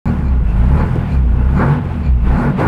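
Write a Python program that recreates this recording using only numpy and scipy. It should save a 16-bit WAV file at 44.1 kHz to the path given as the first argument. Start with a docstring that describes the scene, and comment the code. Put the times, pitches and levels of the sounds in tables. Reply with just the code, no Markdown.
"""A booming four-cylinder car engine, heard from the driver's seat, is revved up three times.
It falls back toward idle before each; the third rise dips briefly, then climbs on to the end.
The boom is a harmonic series of shaft orders; each firing also rings the cabin and pipe resonances.
Intake roar, valve clatter, bass rumble and hiss are filtered noise, most of it pulsed by the firings.
Loose trim buzzes and a part hums at listed moments, as noise taps ringing decaying modes."""
import sys
import numpy as np
from scipy import signal
from scipy.fft import rfft, irfft, next_fast_len
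from scipy.io import wavfile
from scipy.ndimage import uniform_filter1d, map_coordinates

SR = 44100
rng = np.random.default_rng(int(sys.argv[2]) if len(sys.argv) > 2 else 0)


def materialize(psi):
    """Save the field psi as 16-bit PCM at rate SR to the path in sys.argv[1].

    A 1-D psi becomes a single channel; in a 2-D psi each row is a channel.
    """
    bounded = np.clip(np.atleast_2d(psi).T, -1, 1)
    quanta = np.round(bounded * 32767).astype(np.int16)
    wavfile.write(sys.argv[1], SR, quanta)


def amplitude_ratio(level_db):
    """Convert a level in decibels to the matching linear amplitude (field) ratio."""
    exponent = np.asarray(level_db, float) / 20
    return 10 ** exponent


N = 117747  # samples


def unit(x):
    """Normalisation: scales a signal to rms 1."""
    return x / np.sqrt(np.mean(x ** 2) + 1e-20)


def along(points, hz):
    """Spectral envelope: straight lines between (hz, db) points on a log frequency axis."""
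    point_hz, value = np.transpose(points)
    return np.interp(np.log(hz + 1), np.log(point_hz + 1), value)


def curves(rows):
    """Linear interpolation: one value per sample for each column after the time."""
    time_s, *columns = np.transpose(rows)
    return [np.interp(np.arange(N) / SR, time_s, column) for column in columns]


def wobble(rate_hz):
    """Slow random modulation: a smooth curve through rate_hz random knots a second."""
    return map_coordinates(rng.standard_normal(400), [np.arange(N) * rate_hz / SR])


def bumps(rows, width_s):
    """Gaussian envelopes: a sum of bells, each row giving centre_s and height."""
    t = np.arange(N) / SR
    return sum(height * np.exp(-((t - centre_s) / width_s) ** 2) for centre_s, height in rows)


def filtered(x, response):
    """Linear filtering: the spectrum of x times a response of frequency."""
    size = next_fast_len(N + SR // 2)
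    return irfft(rfft(x, size) * response(np.fft.rfftfreq(size, 1 / SR)), size)[:N]


def shaped_noise(noise, envelope):
    """Coloured noise: a spectral envelope in dB imposed on noise, at rms 1."""
    return unit(filtered(noise, lambda hz: amplitude_ratio(along(envelope, hz))))


def gate(cycles, sharp):
    """Amplitude modulation: a sudden, decaying puff per cycle, each of its own size."""
    size = amplitude_ratio(1.1 * rng.standard_normal(400))[cycles.astype(int) % 400]
    return size * np.exp(-sharp * (cycles % 1))


# engine speed and strong orders: time_s, shaft_hz, order_2_db, order_3_db, order_4_db
CRANK_SPEED = [(0.1, 39.33, -19.5, -17, -17.5), (0.2, 36.2, -22.5, -39.5, -28),
               (0.33, 30.72, -10.5, -44, -29.5), (0.49, 26.25, -12.5, -34, -29.5),
               (0.59, 27.36, -12, -32, -17.5), (0.63, 29.47, -13.5, -57, -20),
               (0.75, 35.49, -12.5, -29.5, -17), (0.9, 44.29, -24, -19.5, -23),
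               (1.11, 35.66, -18.5, -25.5, -27), (1.18, 33.1, -11, -36, -20.5),
               (1.27, 30.3, -11.5, -29, -32), (1.33, 27.82, -13, -19.5, -31),
               (1.54, 34.54, -14, -35.5, -17), (1.72, 49.17, -32, -7, -32), (1.79, 48.42, -24, -25, -56),
               (2.04, 36.1, -20.5, -27.5, -55), (2.1, 32.97, -9, -49, -21.5),
               (2.26, 26.04, -14, -32, -27.5), (2.35, 34.08, -15, -48, -16.5), (2.42, 43.19, -44, -20, -35),
               (2.49, 48.56, -40, -12, -27), (2.56, 46.02, -41, -42, -19), (2.62, 52.32, -20.5, -23, -39),
               (2.66, 57.1, -15.5, -21, -17.5)]
# loudness courses that the noise layers follow: time_s, roar_db, low_treble_db, high_treble_db
THROTTLE_COURSE = [(0.1, -27.5, -43.5, -58), (0.4, -34, -52, -67), (0.5, -32.5, -45.5, -60),
                   (0.71, -27.5, -39, -57.5), (0.78, -23, -41.5, -56.5), (1.09, -32.5, -39.5, -59.5),
                   (1.14, -29.5, -43.5, -56.5), (1.23, -34.5, -50, -66.5), (1.53, -28, -46.5, -59.5),
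                   (1.59, -23, -40.5, -54.5), (1.61, -19.5, -48, -55.5), (1.72, -23, -37.5, -55.5),
                   (1.8, -28.5, -43.5, -64.5), (1.95, -33, -43, -60.5), (2.06, -36.5, -41.5, -63.5),
                   (2.12, -38.5, -49, -69), (2.22, -35.5, -52, -65), (2.28, -25.5, -35, -57.5),
                   (2.36, -22, -41, -56.5), (2.43, -19, -43, -52), (2.56, -29.5, -42, -63.5),
                   (2.6, -18.5, -30.5, -49.5), (2.66, -18, -46, -52.5)]


def crank():
    """Phase is the integral of frequency: a four-cylinder fires twice per shaft turn."""
    shaft_hz, *orders_db = curves(CRANK_SPEED)
    firing_hz = 2 * uniform_filter1d(shaft_hz, size=1500)
    firing_count = np.cumsum(firing_hz) / SR
    return firing_count, orders_db, *curves(THROTTLE_COURSE)


# relative spectrum of the air hiss: pitch_hz, level_db
HISS_SPECTRUM = [(2500, -20.5), (4500, 3.5), (6500, -2), (8500, -0.5), (15700, -11)]


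def hiss(firing_count, high_db):
    """Broadband noise: fine air hiss, lightly pulsed, flickering in patches of pitch and time."""
    air = rng.standard_normal(N) * (7.4 + unit(gate(firing_count, sharp=2.3)))
    bins = signal.stft(air, nperseg=512)[2]
    patches = uniform_filter1d(rng.standard_normal(bins.shape), size=40, axis=0)
    patches = uniform_filter1d(patches, size=8, axis=1)
    patch_db = 1 * unit(patches)
    air = signal.istft(bins * amplitude_ratio(patch_db), nperseg=512)[1][:N]
    return shaped_noise(air, HISS_SPECTRUM) * amplitude_ratio(high_db + 0.84)


# relative spectrum of the drumming body and exhaust: pitch_hz, level_db
RUMBLE_SPECTRUM = [(14, -32.5), (31, 7.5), (44, -5), (64, 10.5), (96, -5), (130, 7.5), (190, 2),
                   (300, -30.5), (1000, -88.5)]


def rumble(roar_db):
    """Low-frequency radiation: body and exhaust drum in the bass, growing little with the throttle."""
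    noise = shaped_noise(rng.standard_normal(N), RUMBLE_SPECTRUM)
    return noise * amplitude_ratio(-24 + 0.29 * (roar_db + 36.5) + 1.2 * wobble(9.99))


def chatter(firing_count, events, width_s, modes):
    """Modal excitation: noise taps in step with the firings ring a part's decaying modes."""
    t = np.arange(SR // 8) / SR
    shake = bumps([(centre_s, amplitude_ratio(db)) for centre_s, db in events], width_s)
    taps = unit(rng.standard_normal(N) * (1.5 + unit(gate(firing_count, sharp=5.1)))) * shake
    ring = sum(amplitude_ratio(db - 60 * t / t60_s) * np.sin(2 * np.pi * hz * t) for hz, db, t60_s in modes)
    return signal.fftconvolve(taps, ring / np.linalg.norm(ring))[:N]


# a part humming near idle: centre_s, level_db
HUM_EVENTS = [(.5, -47.5), (1.4, -50.5), (2.22, -50.5)]
# its mode: pitch_hz, relative level_db, t60_s
HUM_RING = [(2643, 0.1, 0.019)]


def hum(firing_count):
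    """Single-mode resonance: a part hums briefly near idle."""
    return chatter(firing_count, HUM_EVENTS, .05, HUM_RING)


# trim buzzing as the firing rate passes about 70 a second: centre_s, level_db
BUZZ_EVENTS = [(0.073, -42), (0.271, -48), (0.801, -41.5), (1.131, -43.5), (1.588, -43), (2.065, -43),
               (2.379, -43.5)]
# its modes: pitch_hz, relative level_db, t60_s
BUZZ_RING = [(2390, 3, .045), (4120, -8, .035), (4450, -8, .035), (6950, -15, .03)]


def buzz(firing_count):
    """Multi-mode resonance: loose trim buzzes at the listed moments."""
    return chatter(firing_count, BUZZ_EVENTS, .036, BUZZ_RING)


# relative spectrum of the valve gear: pitch_hz, level_db
VALVE_SPECTRUM = [(150, -39), (300, -12.5), (800, -4), (1500, -14.5), (2500, -17), (3500, -26.5),
                  (5000, -39), (9000, -76.5)]


def valves(firing_count, treble_db):
    """Impact noise: mechanical hash of the valve gear, pulsed twice per firing."""
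    clatter = rng.standard_normal(N) * (3.2 + unit(gate(2 * firing_count, sharp=1.4)))
    noise = shaped_noise(clatter, VALVE_SPECTRUM)
    return noise * amplitude_ratio(-37.5 + 0.63 * (treble_db + 46) + 1.24 * wobble(12))


# relative spectrum of the intake air: pitch_hz, level_db
ROAR_SPECTRUM = [(150, -42), (250, -3), (500, -4), (1000, -9), (1500, -9), (2200, -19), (3200, -38),
                 (5000, -43.5), (9000, -87)]
# intake resonances: pitch_hz, width_hz, boost_db
INTAKE_RESONANCES = [(234.5, 12, 16), (432.5, 93, 5.5), (854, 83, 9), (1024, 130, 5.5), (1122, 21, 6),
                     (1290, 24, 0), (1451, 110, 6)]


def roar(firing_count, roar_db):
    """Flow noise: intake air, partly in puffs, is coloured by the intake resonances."""
    pulsed_share = 0.2
    puffs = unit(gate(firing_count, sharp=1.2))
    air = rng.standard_normal(N) * (1 - pulsed_share + pulsed_share * puffs)

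    def intake(hz):
        """Resonant gain: peaks in dB added to the spectral envelope."""
        boost_db = sum(db / (1 + ((hz - centre_hz) / width_hz * 2) ** 2)
                       for centre_hz, width_hz, db in INTAKE_RESONANCES)
        return amplitude_ratio(along(ROAR_SPECTRUM, hz) + boost_db)

    noise = unit(filtered(air, intake))
    return noise * amplitude_ratio(-33 + 1.495 * (roar_db + 29.5) + 1.3 * wobble(22.0))


# cabin and pipe resonances rung by each firing: pitch_hz, width_hz, relative level_db
PIPE_RESONANCES = [(132, 5.7, -2), (235.9, 5.1, 8.5), (322.4, 31.7, -1.5), (426.8, 22.5, -5),
                   (504.5, 7.7, -1.5), (1106, 34, -22.5), (1456, 29, -32)]


def firing_pulses(firing_count, roar_db):
    """Impulse response: one uneven pulse per firing rings the cabin and pipe."""
    jitter_periods, scatter_db = 0.021, 4
    chance = rng.standard_normal((int(firing_count[-1]), 2))
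    moments = np.arange(len(chance)) + .5 + jitter_periods * chance[:, 0]
    at = np.searchsorted(firing_count, moments).clip(0, N - 1)
    pulses = np.bincount(at, amplitude_ratio(scatter_db * chance[:, 1]), N)

    def ring(hz):
        """Parallel band-pass resonators of alternating sign."""
        return sum((-1) ** k * amplitude_ratio(db) * 1j * hz * width_hz / (mode_hz ** 2 - hz ** 2 + 1j * hz * width_hz)
                   for k, (mode_hz, width_hz, db) in enumerate(PIPE_RESONANCES))

    level = amplitude_ratio(-27.5 + 0.79 * (roar_db + 25.5))
    return filtered(pulses * level, ring) / np.std(filtered(pulses, ring))


# weak firings, where the strong orders stumble: centre_s, depth_db
WEAK_FIRINGS = [(.44, -26), (.53, -16), (1.36, -6.5)]
# weaker shaft orders: multiple of the shaft rate, level_db before cabin gain and throttle
WEAK_ORDERS = [(1.0, -24.5), (2.5, -18.5), (5.0, -20.5), (6.0, -19), (7.0, -21), (8.0, -22)]
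# cabin resonances that colour the weaker orders: pitch_hz, width_hz, peak_gain_db
CABIN_RESONANCES = [(29, 14, 9), (63.3, 13, -0.5), (187.6, 19.7, -0.3), (240, 18, -3)]


def boom(firing_count, orders_db, roar_db):
    """Harmonic series: each shaft order is an unsteady tone; the three strong ones stay in step."""
    shaft_turns = firing_count / 2 + 0.029 * wobble(9.1)
    out = 0
    for order, db in enumerate(orders_db, start=2):
        out = out + amplitude_ratio(db + 1.13 * wobble(15)) * np.cos(2 * np.pi * order * shaft_turns)
    out = out * amplitude_ratio(bumps(WEAK_FIRINGS, 0.0073))
    shaft_hz = np.gradient(firing_count) * SR / 2
    for order, db in WEAK_ORDERS:
        cabin_gain = sum(amplitude_ratio(peak_db) / (1 + (2 * (order * shaft_hz - hz) / width_hz) ** 2)
                         for hz, width_hz, peak_db in CABIN_RESONANCES)
        level_db = db + 0.71 * (roar_db + 25) + 2.5 * wobble(13)
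        phase_turns = order * shaft_turns + rng.random() + 0.039 * wobble(12)
        out += cabin_gain * amplitude_ratio(level_db) * np.sin(2 * np.pi * phase_turns)
    return 2 ** .5 * out  # so that a tone's level is its rms


def scene():
    """Superposition: the layers, led by the crank and throttle courses, add up."""
    firing_count, orders_db, roar_db, low_db, high_db = crank()
    air = hiss(firing_count, high_db) + roar(firing_count, roar_db)
    parts = hum(firing_count) + buzz(firing_count) + valves(firing_count, low_db)
    engine = rumble(roar_db) + firing_pulses(firing_count, roar_db) + boom(firing_count, orders_db, roar_db)
    return (air + parts + engine)[None]


def low_pass(x):
    """Removes everything above the highest recorded frequency."""
    return signal.sosfilt(signal.butter(12, 15720, fs=SR, output="sos"), x)


def record(dry):
    """Soft saturation: peaks are rounded off; the sound begins after a short silence."""
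    ceiling, hardness, start_s = .71, 6, .0565
    mix = dry / (1 + np.abs(dry / ceiling) ** hardness) ** (1 / hardness)
    mix = mix * (np.arange(N) >= start_s * SR)
    return low_pass(mix)


dry = scene()
out = record(dry)
materialize(out)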